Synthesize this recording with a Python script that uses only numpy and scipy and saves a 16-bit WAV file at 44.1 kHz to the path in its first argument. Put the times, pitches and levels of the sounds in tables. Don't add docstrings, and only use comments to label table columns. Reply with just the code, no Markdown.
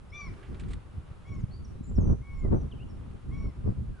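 import sys
import numpy as np
from scipy import signal
from scipy.fft import rfft, irfft
from scipy.io import wavfile

SR = 44100
rng = np.random.default_rng(int(sys.argv[2]) if len(sys.argv) > 2 else 0)


def dump_mix(stems):
    frames = np.atleast_2d(stems).T
    limited = np.clip(frames, -1, 1)
    pcm = np.round(limited * 32767).astype(np.int16)
    wavfile.write(sys.argv[1], SR, pcm)


N = 176400
T = np.arange(N) / SR

# freq_hz, side_minus_mid_db
WIND_WIDTH = [(30, -14), (70, -11.5), (140, 1.5), (280, 2), (550, 2.5), (1200, 4.5)]


def from_db(db):
    return 10 ** (np.asarray(db) / 20)


def unit_rms(x):
    return x / np.sqrt(np.mean(x ** 2) + 1e-20)


def gain_at(spectrum, hz):
    freq_hz, db = np.transpose(spectrum)
    return from_db(np.interp(np.log(hz + 1), np.log(freq_hz), db))


def drift(rate_hz):
    hz = np.fft.rfftfreq(N, 1 / SR)
    return unit_rms(irfft(rfft(rng.standard_normal(N)) / (1 + (hz / rate_hz) ** 2), N))


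def noise(colour, width=None):
    hz = np.fft.rfftfreq(N, 1 / SR)
    mid, side = rfft(rng.standard_normal((2, N))) * gain_at(colour, hz) * hz / (hz + 10)
    if width is None:
        return unit_rms(irfft(mid, N))
    spread = gain_at(width, hz)
    stereo = np.array([mid + spread * side, mid - spread * side]) / np.sqrt(1 + spread ** 2)
    return unit_rms(irfft(stereo, N))


def pan(x, left_db):
    return x * from_db(np.array([[left_db], [-left_db]]) / 2)


def fade(x):
    return np.sin(np.pi / 2 * np.clip(x, 0, 1)) ** 2


def bank_echo(x, t60_s=0.43, onset_s=0.031):
    t = T[:SR]
    tail = rng.standard_normal((2, SR)) * from_db(-60 * t / t60_s) * fade(t / onset_s)
    return signal.fftconvolve(x[None], tail / np.sqrt(np.sum(tail[0] ** 2)), axes=1)[:, :N]


def ripples():
    # time_s, level_db
    contour = [(0, -63.5), (.36, -59.5), (.7, -60.5), (2.1, -66), (2.9, -62.5), (4, -64)]
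    # freq_hz, gain_db
    colour = [(150, 2), (380, 8), (700, 1.5), (1250, 2), (1750, -6), (2900, -9.5), (4500, -18),
              (6500, -29.5), (10500, -30)]
    # freq_hz, side_minus_mid_db
    width = [(200, -2), (1200, -2.5), (3000, -2), (9000, -5.5)]
    level_db = np.interp(T, *np.transpose(contour)) + 3.5 + 0.9 * drift(14)
    wash = from_db(level_db) * noise(colour, width)
    hiss = from_db(-72.5) * noise([(1000, 0), (11000, -1)], width)
    return wash + hiss


def air_heaves():
    # centre_s, half_width_s, level_db
    heaves = [(1.975, 0.018, -21.5), (2.44, 0.1, -29)]
    # freq_hz, gain_db
    colour = [(15, 1.5), (38, 1.5), (60, -5), (300, -81)]
    envelope = sum(from_db(db) * np.exp(-((T - centre_s) / half_width_s) ** 2)
                   for centre_s, half_width_s, db in heaves)
    return pan(envelope * noise(colour, WIND_WIDTH), left_db=-6)


def eddy_thumps(port_lag_s=0.0012):
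    # centre_s, peak_db, centre_hz
    eddies = [(0.984, -27.5, 96), (1.116, -31, 86), (1.441, -18.5, 106), (1.811, -25.5, 172),
              (1.989, -14, 94), (2.559, -24.5, 276), (3.678, -20, 311), (3.692, -18, 86)]
    delay_s = port_lag_s * np.array([[-0.5], [0.5]])
    out = np.zeros((2, N))
    for centre_s, peak_db, centre_hz in eddies:
        x = np.pi * centre_hz * (T - centre_s - delay_s)
        out += from_db(peak_db) * (1 - 2 * x ** 2) * np.exp(-x ** 2)
    return pan(out, left_db=-0.87)


def wind(edge_s=0.058, breeze_db=-49):
    # start_s, length_s, rumble_db, buffet_db
    gusts = [(0.235, 0.12, -41, -67), (0.481, 0.095, -38.5, -57), (0.604, 0.18, -36.5, -64.5),
             (0.946, 0.057, -41, -68), (1.292, 0.16, -36, -60.5), (1.473, 0.52, -44, -65),
             (1.875, 0.071, -35, -58), (1.969, 0.18, -24, -42), (2.156, 0.067, -37, -69),
             (2.285, 0.34, -40.5, -72), (2.428, 0.15, -27.5, -44), (2.521, 0.055, -40, -35),
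             (2.572, 0.11, -32.5, -50.5), (2.708, 0.46, -41.5, -60), (3.246, 0.26, -35, -61),
             (3.451, 0.035, -37, -46.5), (3.563, 0.38, -39.5, -65.5), (3.653, 0.065, -27.5, -46.5),
             (3.767, 0.071, -32.5, -61)]
    # freq_hz, gain_db
    rumble_colour = [(18, -4.5), (35, 0), (70, 1), (120, -2.5), (200, -9), (300, -20), (600, -37),
                     (1200, -76)]
    buffet_colour = [(60, -12.5), (150, 3), (220, 3), (300, -3), (380, -1.5), (550, -13.5), (850, -20.5),
                     (1200, -23), (1700, -38), (4000, -100)]
    rumble_power, buffet_power = from_db(breeze_db) ** 2, 0
    for start_s, length_s, rumble_db, buffet_db in gusts:
        envelope = fade((T - start_s) / edge_s + 0.5) * fade((start_s + length_s - T) / edge_s + 0.5)
        rumble_power += (envelope * from_db(rumble_db)) ** 2
        buffet_power += (envelope * from_db(buffet_db)) ** 2
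    eddies = drift(30)
    rumble = np.sqrt(rumble_power) * from_db(1.5 + 1.28 * eddies) * noise(rumble_colour, WIND_WIDTH)
    rough_gain = from_db(8 + 2 * eddies + 3 * drift(120))
    buffet = np.sqrt(buffet_power) * rough_gain * noise(buffet_colour, WIND_WIDTH)
    return pan(rumble, left_db=-0.031) + pan(buffet, left_db=1.74)


def rustle(rub_start_s=0.238, rub_end_s=0.767, edge_s=0.052):
    # start_s, level_db, decay_s, lowpass_hz
    clicks = [(0.339, -56, 0.0035, 4000), (.429, -54, 0.035, 2540), (0.545, -56, .008, 4300),
              (0.597, -51, 0.013, 10000), (0.636, -53.5, 0.0084, 4550), (0.685, -56.5, 0.011, 14000),
              (0.705, -56.5, 0.03, 11100), (0.7335, -45, 0.0045, 9000), (2.525, -57, 0.0016, 7000)]
    # freq_hz, gain_db
    click_colour = [(300, -11), (1200, 7), (2300, 10.5), (3800, 4.5), (5800, -8), (8000, 2.5), (10500, -7),
                    (14000, -26)]
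    rub_colour = [(150, -20), (380, 12.5), (600, -18), (1500, -7), (2200, -19.5), (8000, -29.5)]
    grains = noise(click_colour) * from_db(2 * drift(480))
    rub_envelope = fade((T - rub_start_s) / edge_s) * fade((rub_end_s - T) / edge_s)
    out = from_db(-58 + drift(43)) * rub_envelope * noise(rub_colour)
    for start_s, level_db, decay_s, lowpass_hz in clicks:
        burst = from_db(level_db) * (T >= start_s) * np.exp(-np.abs(T - start_s) / decay_s) * grains
        out += signal.sosfilt(signal.butter(2, lowpass_hz, fs=SR, output="sos"), burst + 1e-18)
    return pan(out, left_db=-5)


def small_birds(echo_db=-6):
    # start_s, length_s, first_hz, middle_hz, last_hz, level_db
    chirps = [(0.091, 0.069, 4950, 5500, 5600, -69), (1.278, .02, 7070, 6750, 5950, -70),
              (1.338, .022, 7470, 6640, 5570, -69), (1.398, 0.027, 7300, 6520, 5400, -65.5),
              (1.508, 0.068, 4230, 4540, 4760, -61), (1.64, 0.028, 6600, 5550, 5350, -60.5),
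              (1.724, 0.17, 3820, 3940, 4200, -77.5), (1.827, 0.064, 7550, 7040, 7140, -64.5),
              (1.865, 0.04, 8400, 7450, 7500, -62), (1.952, 0.029, 6020, 5450, 5530, -60),
              (1.999, 0.046, 7000, 6300, 6300, -64), (2.02, 0.12, 6180, 5940, 5860, -62.5),
              (2.367, 0.062, 7270, 7200, 6750, -71), (2.532, 0.095, 6250, 5990, 6170, -74),
              (2.591, 0.037, 6250, 5900, 5570, -74.5), (2.705, 0.046, 4050, 2910, 2680, -61),
              (2.786, .052, 2350, 2770, 2890, -57), (2.885, 0.039, 5830, 5400, 5540, -69),
              (3.647, 0.079, 6180, 5030, 4600, -78), (3.932, 0.1, 1660, 1490, 1350, -59.5)]
    warble, flutter_db = 0.012 * drift(200), 4 * drift(74)
    out = np.zeros(N)
    for start_s, length_s, *glide_hz, level_db in chirps:
        on = (T > start_s) & (T < start_s + length_s)
        progress = (T[on] - start_s) / length_s
        pitch_hz = np.polyval(np.polyfit([0, 0.5, 1], glide_hz, 2), progress) * (1 + warble[on])
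        envelope = from_db(level_db + flutter_db[on]) * np.sin(np.pi * progress) ** 0.7
        out[on] += envelope * np.sin(2 * np.pi * np.cumsum(pitch_hz) / SR)
    return pan(out, left_db=-0.73) + from_db(echo_db) * bank_echo(out)


def waterbird(attack_s=0.05, release_s=0.044, scoop_s=0.017, drop_s=0.02, echo_db=-9.5):
    # start_s, length_s, pitch_hz, sag_ratio, level_db, fade_db, fundamental_db, upper_db
    honks = [(0.112, 0.19, 1223, 0.093, -43.5, 10, -2.5, 0.5),
             (1.233, .19, 1151, 0.063, -59.5, 11, 5.5, 1.5),
             (2.201, .278, 1128, 0.045, -56.5, -0.5, -0.5, -8.5),
             (3.297, 0.23, 1133, 0.032, -57, 9.5, 2, 0)]
    # pitch_multiple, early_db, midway_db, late_db
    fundamental = (1, -11.5, -5, -6.5)
    second = (2, -1, 1, -3)
    upper = [(3, -14, -25, -36), (3.5, -31, -33, -45), (4, -38, -25, -19), (4.5, -30, -37, -42),
             (5, -22, -12, -14), (5.5, -36, -35, -48), (6, -37, -28, -42)]
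    partials = [fundamental, second] + upper
    jitter = 0.0044 * drift(70)
    shimmers_db = [2.5 * drift(43) for _ in partials]
    out = np.zeros(N)
    for start_s, length_s, pitch_hz, sag_ratio, level_db, fade_db, fundamental_db, upper_db in honks:
        on = (T > start_s) & (T < start_s + length_s + 0.01)
        t = T[on] - start_s
        progress = t / length_s
        scoop = 0.22 * np.exp(-t / scoop_s)
        drop = 0.18 * np.exp((t - length_s) / drop_s)
        glide_hz = pitch_hz * (1 - scoop - sag_ratio * progress - drop + jitter[on])
        phase = 2 * np.pi * np.cumsum(glide_hz) / SR
        envelope = fade(t / attack_s) * fade((t[-1] - t) / release_s)
        call_db = level_db - fade_db * (progress - 0.5)
        trims_db = [fundamental_db, 0] + [upper_db] * len(upper)
        for (multiple, *stages_db), trim_db, shimmer_db in zip(partials, trims_db, shimmers_db):
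            bill_db = np.interp(progress, [0.2, 0.5, 0.8], stages_db)
            gain = from_db(call_db + bill_db + trim_db + shimmer_db[on])
            steepness = 1.6 if multiple > 2 else 1
            out[on] += envelope ** steepness * gain * np.sin(multiple * phase)
    return pan(out, left_db=3) + from_db(echo_db) * bank_echo(out)


def scene():
    return waterbird() + small_birds() + rustle() + wind() + eddy_thumps() + air_heaves() + ripples()


def record(dry):
    cutoff_hz = 11150
    return signal.sosfilt(signal.ellip(10, 0.2, 60, cutoff_hz, fs=SR, output="sos"), dry)


dry = scene()
out = record(dry)
dump_mix(out)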